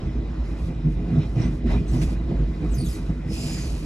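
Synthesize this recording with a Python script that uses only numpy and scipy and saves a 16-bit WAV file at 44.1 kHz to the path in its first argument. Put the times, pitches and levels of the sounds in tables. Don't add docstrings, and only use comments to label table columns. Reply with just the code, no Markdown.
import sys
import numpy as np
from scipy import signal
from scipy.fft import rfft, irfft
from scipy.io import wavfile
from scipy.ndimage import uniform_filter1d

SR = 44100
rng = np.random.default_rng(int(sys.argv[2]) if len(sys.argv) > 2 else 0)


def master_out(mix):
    frames = np.transpose(np.atleast_2d(mix))
    ceiling = np.clip(frames, -1, 1)
    pcm = np.round(ceiling * 32767).astype(np.int16)
    wavfile.write(sys.argv[1], SR, pcm)


N = 169785

# t/s, level/dB
FLOOR_BOOM = [(0.0, -31), (0.74, -29.5), (0.95, -22), (1.03, -32), (1.18, -33.5), (1.21, -56), (1.26, -36),
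              (1.34, -25), (1.39, -28.5), (1.49, -23), (1.6, -42), (1.64, -21), (1.75, -19.5), (1.84, -38),
              (1.91, -17.5), (2.0, -30), (2.19, -22), (2.21, -30), (2.44, -18), (2.6, -35), (2.72, -17.5),
              (2.83, -38), (2.92, -21), (2.94, -35), (3.24, -31), (3.45, -30), (3.85, -34)]
# t/s, panel level/dB, wheel roar level/dB
TRACK_JOLTS = [(0.0, -31.5, -47), (0.21, -30, -52.5), (0.34, -33.5, -50), (0.84, -32, -52),
               (0.87, -22.5, -50), (0.94, -32.5, -54), (1.18, -22.5, -46), (1.225, -26.5, -44.5),
               (1.28, -30.5, -49), (1.35, -28, -54), (1.385, -19.5, -42.5), (1.435, -23, -40),
               (1.49, -27, -48.5), (1.6, -33.5, -54), (1.652, -21.5, -51), (1.668, -22, -44),
               (1.718, -22, -36), (1.82, -24.5, -50.5), (1.89, -38.5, -50.5), (1.95, -24, -46.5),
               (2.27, -33.5, -51.5), (2.3, -23, -49), (2.55, -34.5, -51.5), (2.65, -24.5, -47.5),
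               (2.68, -29.5, -50), (2.82, -29.5, -51.5), (3.08, -35, -49.5), (3.1, -26, -48),
               (3.15, -31, -53.5), (3.53, -29.5, -47), (3.76, -36.5, -50), (3.85, -28.5, -50)]
# f/Hz, width/Hz, relative level/dB
PANEL_MODES = [(89, 93, -1), (128.7, 20, 1.5), (151.9, 11, 0.5), (177.8, 19.3, -0.5), (221.4, 48, -6.5),
               (247, 26.8, -2.5), (318.8, 42.3, -2.5), (412.5, 23.6, -14), (479, 55, -18),
               (673.5, 39, -21.5)]
# middle t/s, length/s, f/Hz, peak level/dB, hollow ring level/dB
PANEL_BUMPS = [(.868, .05, 152, -15, -48), (1.185, .052, 152, -15.5, -43), (.705, .045, 160, -25, -42),
               (1.0, .035, 185, -25, -45), (1.105, .055, 168, -21, -44), (1.395, .07, 122, -19, -40),
               (1.662, .03, 235, -18, -47), (1.945, .055, 130, -20, -45), (2.318, .045, 140, -21, -40),
               (2.425, .04, 145, -24, -44), (2.635, .04, 300, -27, -40), (2.8, .05, 130, -24, -46),
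               (3.103, .022, 172, -17.5, -43), (3.32, .025, 200, -26, -43)]
# f/Hz, width/Hz, relative level/dB
HOLLOW_MODES = [(440, 130, 0), (690, 150, -5)]
# f/Hz, relative level/dB
ROAR_MID_EQ = [(25, -8), (59, -2), (108, -19.5), (200, -21), (310, -19.5), (450, -28.5), (580, -30.5),
               (800, -36.5), (1500, -41.5), (2440, -45), (3300, -49.5), (4600, -53.5), (6200, -59),
               (8500, -67), (11500, -82), (13000, -105)]
ROAR_SIDE_EQ = [(25, -7), (54, -11.5), (112, -22), (157, -16), (215, -35), (374, -3), (600, -3.5),
                (801, -13), (2410, -18.5), (13300, -43.5)]
# f/Hz, width/Hz, relative level/dB
ROAR_MODES = [(2010, 220, -6), (2445, 170, -4), (3880, 600, -8), (5340, 500, -5)]
# t/s, level/dB
RUB_LEVEL = [(0.0, -93), (0.28, -86), (0.67, -61), (0.77, -80.5), (1.38, -65), (1.41, -62.5), (1.63, -88),
             (1.71, -59), (1.855, -70.5), (1.88, -62.5), (1.945, -52), (2.0, -56.5), (2.03, -48.5),
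             (2.2, -75), (2.63, -69), (2.76, -57.5), (2.96, -55), (3.01, -60.5), (3.25, -76), (3.33, -46.5),
             (3.47, -44), (3.85, -55)]
# middle t/s, length/s, level/dB
SHORT_RUBS = [(0.488, 0.079, -70), (0.599, 0.064, -79), (.92, 0.065, -71), (1.548, 0.092, -66),
              (2.028, 0.033, -55), (2.122, 0.05, -61)]
# f/Hz, relative level/dB
RUB_MID_EQ = [(880, -35.5), (1500, -24.5), (2570, -4), (3570, -9), (5010, -5), (6010, -4), (7150, -6),
              (7900, -8.5), (11800, -13), (12700, -34), (13300, -79.5)]
RUB_SIDE_EQ = [(880, -70.5), (1500, -38.5), (2100, -15), (2370, 8.5), (3770, -2), (4700, 8), (5790, -6),
               (7080, -4.5), (7900, -4), (11600, 2.5), (13300, -8.5)]
# start t/s, length/s, f/Hz, glide/(Hz/s), level before colouring/dB
FOLD_WHISTLES = [(1.19, .1, 5500, 0, -62), (1.385, .08, 5450, 0, -55), (1.385, .13, 6000, 0, -59),
                 (1.39, .12, 8400, -1500, -67), (1.865, .07, 4050, 0, -60), (1.875, .06, 6150, 0, -58),
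                 (1.87, .05, 8000, 0, -64), (1.91, .03, 8200, -30000, -60), (1.932, .02, 5800, -80000, -57),
                 (1.94, .19, 6100, 0, -59), (3.27, .46, 5120, -250, -47), (3.315, .13, 2600, -200, -48),
                 (3.42, .3, 2420, -300, -52), (3.35, .36, 7380, -1400, -51), (3.49, .25, 4500, -200, -54),
                 (3.5, .24, 6500, -900, -54)]
# t/s, f/Hz, level before colouring/dB
SQUEAK_PATH = [(2.69, 9260, -63), (2.725, 7600, -61), (2.738, 6400, -59), (2.775, 4960, -60.5),
               (2.797, 4460, -53), (2.828, 4500, -60), (2.855, 3730, -57), (2.888, 2600, -58.5),
               (2.915, 2534, -61), (2.95, 1960, -64.5)]
SQUEAK_HARMONICS = [-1.5, -3, -4.5, -4.5, -3.5]
# f/Hz, relative level/dB
SQUEAK_MID_EQ = [(2500, -17), (3500, 1), (4500, 1), (6500, 2.5), (8000, 0), (9200, -5), (11800, 0),
                 (12800, -27), (13500, -56)]
WHISTLE_MID_EQ = [(1500, -1), (12200, 14.5), (13000, -39)]
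TONE_SIDE_EQ = [(2500, -7.5), (3500, -3), (4700, -5), (6000, -6), (9000, -2), (12000, 8), (16000, -16.5)]
# f/Hz, likeness (-1..1)
PORT_LIKENESS = [(300, 0.8), (2400, 0.46), (4700, 0.89), (5200, -.5), (6500, 0.68), (9000, 0.95),
                 (13000, .9)]
# f/Hz, left minus right level/dB
PORT_BALANCE = [(60, -1.1), (200, -1.5), (700, -0.9), (1300, 1), (2500, -1), (5000, -3.5), (9000, 1.5),
                (12000, 0)]

BASS_CUT_HZ, TOP_HZ = 42, 15800
TIME, FREQS = np.arange(N) / SR, np.fft.rfftfreq(N, 1 / SR)


def floor_boom(hz=52.18, waver=0.081):
    cycles = np.cumsum(hz * (1 + waver * drift(N, size=1500))) / SR
    return np.sqrt(2) * amp(curve(FLOOR_BOOM, 1)) * np.sin(2 * np.pi * (cycles + rng.random()))


def panel_rumble(side_db=-20.5):
    def ringing():
        knocks = grains(spread_db=1.5, per_s=400)
        return evened(sum((-1) ** k * amp(db) * resonate(knocks, hz, width)
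                          for k, (hz, width, db) in enumerate(PANEL_MODES)))
    mid, side = ringing(), amp(side_db) * ringing()
    return amp(curve(TRACK_JOLTS, 1)) * np.array([mid + side, mid - side])


def panel_bumps(overtone_ratio=1.62, overtone_db=-12):
    out = np.zeros(N)
    phases, noise = rng.random((len(PANEL_BUMPS), 2)), rng.standard_normal(N)
    hollow = evened(sum(amp(db) * resonate(noise, hz, width) for hz, width, db in HOLLOW_MODES))
    for (middle, length, hz, db, hollow_db), phase in zip(PANEL_BUMPS, phases):
        t = np.arange(-length, length, 1 / SR)
        swing = np.cos(2 * np.pi * (hz * t + phase[0]))
        swing += amp(overtone_db) * np.cos(2 * np.pi * (overtone_ratio * hz * t + phase[1]))
        envelope = np.exp(-abs(2 * t / length) ** 3)
        at = round((middle - length) * SR)
        span = slice(at, at + len(t))
        out[span] += envelope * (amp(db) * swing + amp(hollow_db) * hollow[span])
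    return out


def wheel_roar(patch_db=2, swell_hz=2000, treble_loss=.18, bass_loss=.22):
    level_db, layers = curve(TRACK_JOLTS, 2), []
    for _ in range(2):
        hz, t, spectrum = signal.stft(rng.standard_normal(N), SR, nperseg=512)
        patches = uniform_filter1d(rng.standard_normal(spectrum.shape), size=8, axis=0)
        patches = evened(uniform_filter1d(patches, size=8, axis=1))
        swell_db = np.interp(t, TIME, level_db - np.median(level_db))
        octaves = np.clip(np.log2(hz / swell_hz + 1e-9), -2, 2)
        lost = np.maximum(treble_loss * octaves, -bass_loss * octaves)
        spectrum *= amp(patch_db * patches - np.outer(lost, swell_db))
        noise = signal.istft(spectrum, SR, nperseg=512)[1][:N]
        rings = sum(amp(db) * np.sqrt(width / SR) * resonate(noise, f, width)
                    for f, width, db in ROAR_MODES)
        layers.append((noise + 2 * rings) * amp(level_db))
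    return at_ports(*layers, ROAR_MID_EQ, ROAR_SIDE_EQ, band_hz=(600, 4500), side_db=-3.5)


def fold_rub(gain_db=0.5):
    short_rubs = sum(amp(db) * np.exp(-(2 * (TIME - middle) / length) ** 4)
                     for middle, length, db in SHORT_RUBS)
    level = amp(gain_db) * (amp(curve(RUB_LEVEL, 1)) + short_rubs)
    layers = [level * grains(spread_db=-0.5, per_s=rate) for rate in (9900, 12000)]
    return at_ports(*layers, RUB_MID_EQ, RUB_SIDE_EQ, band_hz=(2700, 11000))


def fold_whistles(width_hz=330, wander=.01, catch_db=3):
    out = np.zeros((2, N))
    for start, length, hz, glide, db in FOLD_WHISTLES:
        t, noises = np.arange(0, length, 1 / SR), rng.standard_normal((2, SR // 2))
        at, count = round(start * SR), len(t)
        catch = evened(amp(catch_db * drift(SR // 2, size=250)))[:count]
        pitch = (hz + glide * t) * (1 + wander * drift(SR // 2, size=900)[:count])
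        envelope = amp(db) * np.sin(np.pi * (t / length) ** 0.77) * catch
        for layer, noise in zip(out, noises):
            layer[at:at + count] += envelope * resonate(noise[:count], pitch, width_hz)
    return at_ports(*out, WHISTLE_MID_EQ, TONE_SIDE_EQ, band_hz=(2000, 12000))


def fold_squeak(width_hz=260, clean_share=.25, catch_db=3):
    pitch = curve(SQUEAK_PATH, 1)
    start, end = SQUEAK_PATH[0][0], SQUEAK_PATH[-1][0] + 0.024
    gate = np.clip(np.minimum(TIME - start, end - TIME) / 0.011, 0, 1)
    cycles, noise, tone = np.cumsum(pitch) / SR, rng.standard_normal(N), np.zeros(N)
    for k, db in enumerate(SQUEAK_HARMONICS, 1):
        clean = np.sqrt(2) * np.sin(2 * np.pi * k * cycles)
        noisy = resonate(noise, np.minimum(k * pitch, TOP_HZ), width_hz * k)
        tone += amp(db) * (k * pitch < TOP_HZ) * (clean_share * clean + (1 - clean_share) * noisy)
    catch = evened(amp(catch_db * drift(N, size=250)))
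    squeak = catch * gate * amp(curve(SQUEAK_PATH, 2)) * tone
    return at_ports(*gangway_reverb(squeak), SQUEAK_MID_EQ, TONE_SIDE_EQ, band_hz=(4000, 11600))


def clack(start_s=2.016, length_s=.024, db=-40):
    t = TIME - start_s
    envelope = np.clip(t / .003, 0, 1) * np.exp(-(np.maximum(t, 0) / length_s) ** 3)
    noise = np.array([resonate(rng.standard_normal(N), hz=2200, width=1900) for _ in range(2)])
    return amp(db) * envelope * noise


def gangway_reverb(direct, t60_s=0.17, wet_db=7, taps=8000):
    tails = rng.standard_normal((2, taps)) * amp(-60 * TIME[:taps] / t60_s)
    wet = signal.oaconvolve(direct[None], tails / np.linalg.norm(tails[0]), axes=1)[:, :N]
    return direct + amp(wet_db) * wet


def at_ports(main, loose, mid_eq, side_eq, band_hz, side_db=0):
    band = (FREQS > band_hz[0]) & (FREQS < band_hz[1])
    mid_gain, side_gain = amp(over_freqs(mid_eq)), amp(over_freqs(side_eq))
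    for gain in (mid_gain, side_gain):
        gain *= np.sqrt(len(FREQS) / np.sum(gain[band] ** 2))
    likeness = np.clip(over_freqs(PORT_LIKENESS), -1, 1)
    blend = likeness * rfft(main) + np.sqrt(1 - likeness ** 2) * rfft(loose)
    mid = irfft(mid_gain * rfft(main), N)
    side = amp(side_db) * irfft(1j * side_gain * blend, N)
    return np.array([mid + side, mid - side])


def resonate(x, hz, width):
    carrier = np.exp(2j * np.pi * np.cumsum(hz * np.ones(len(x))) / SR)
    pole = np.exp(-np.pi * width / SR)
    return evened((carrier * signal.lfilter([1], [1, -2 * pole, pole * pole], x / carrier)).real)


def grains(spread_db, per_s):
    sizes = amp(spread_db * np.minimum(rng.exponential(1, N), 5))
    hits = rng.random(N) < per_s / SR
    return evened(sizes * hits * rng.standard_normal(N))


def drift(count, size):
    return evened(uniform_filter1d(uniform_filter1d(rng.standard_normal(count), size), size))


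def curve(rows, column):
    return np.interp(TIME, [row[0] for row in rows], [row[column] for row in rows])


def over_freqs(points):
    hz, value = np.transpose(points)
    return np.interp(np.log(FREQS + 1), np.log(hz + 1), value)


def amp(db):
    return 10 ** (np.asarray(db) / 20)


def evened(x):
    return x / np.sqrt(np.mean(x ** 2) + 1e-20)


def scene():
    running = floor_boom() + panel_bumps() + panel_rumble() + wheel_roar()
    folds = fold_rub() + fold_squeak() + fold_whistles()
    return running + folds + clack()


def record(dry):
    lean_db = over_freqs(PORT_BALANCE) / 2
    bass_cut = 1 / np.sqrt(1 + (BASS_CUT_HZ / (FREQS + 1)) ** 6)
    coloured = irfft(rfft(dry) * bass_cut * amp([lean_db, -lean_db]), N)
    lowpass = signal.firwin(511, TOP_HZ, window=("kaiser", 9), fs=SR)
    return signal.oaconvolve(coloured, lowpass[None], "same")


dry = scene()
out = record(dry)
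master_out(out)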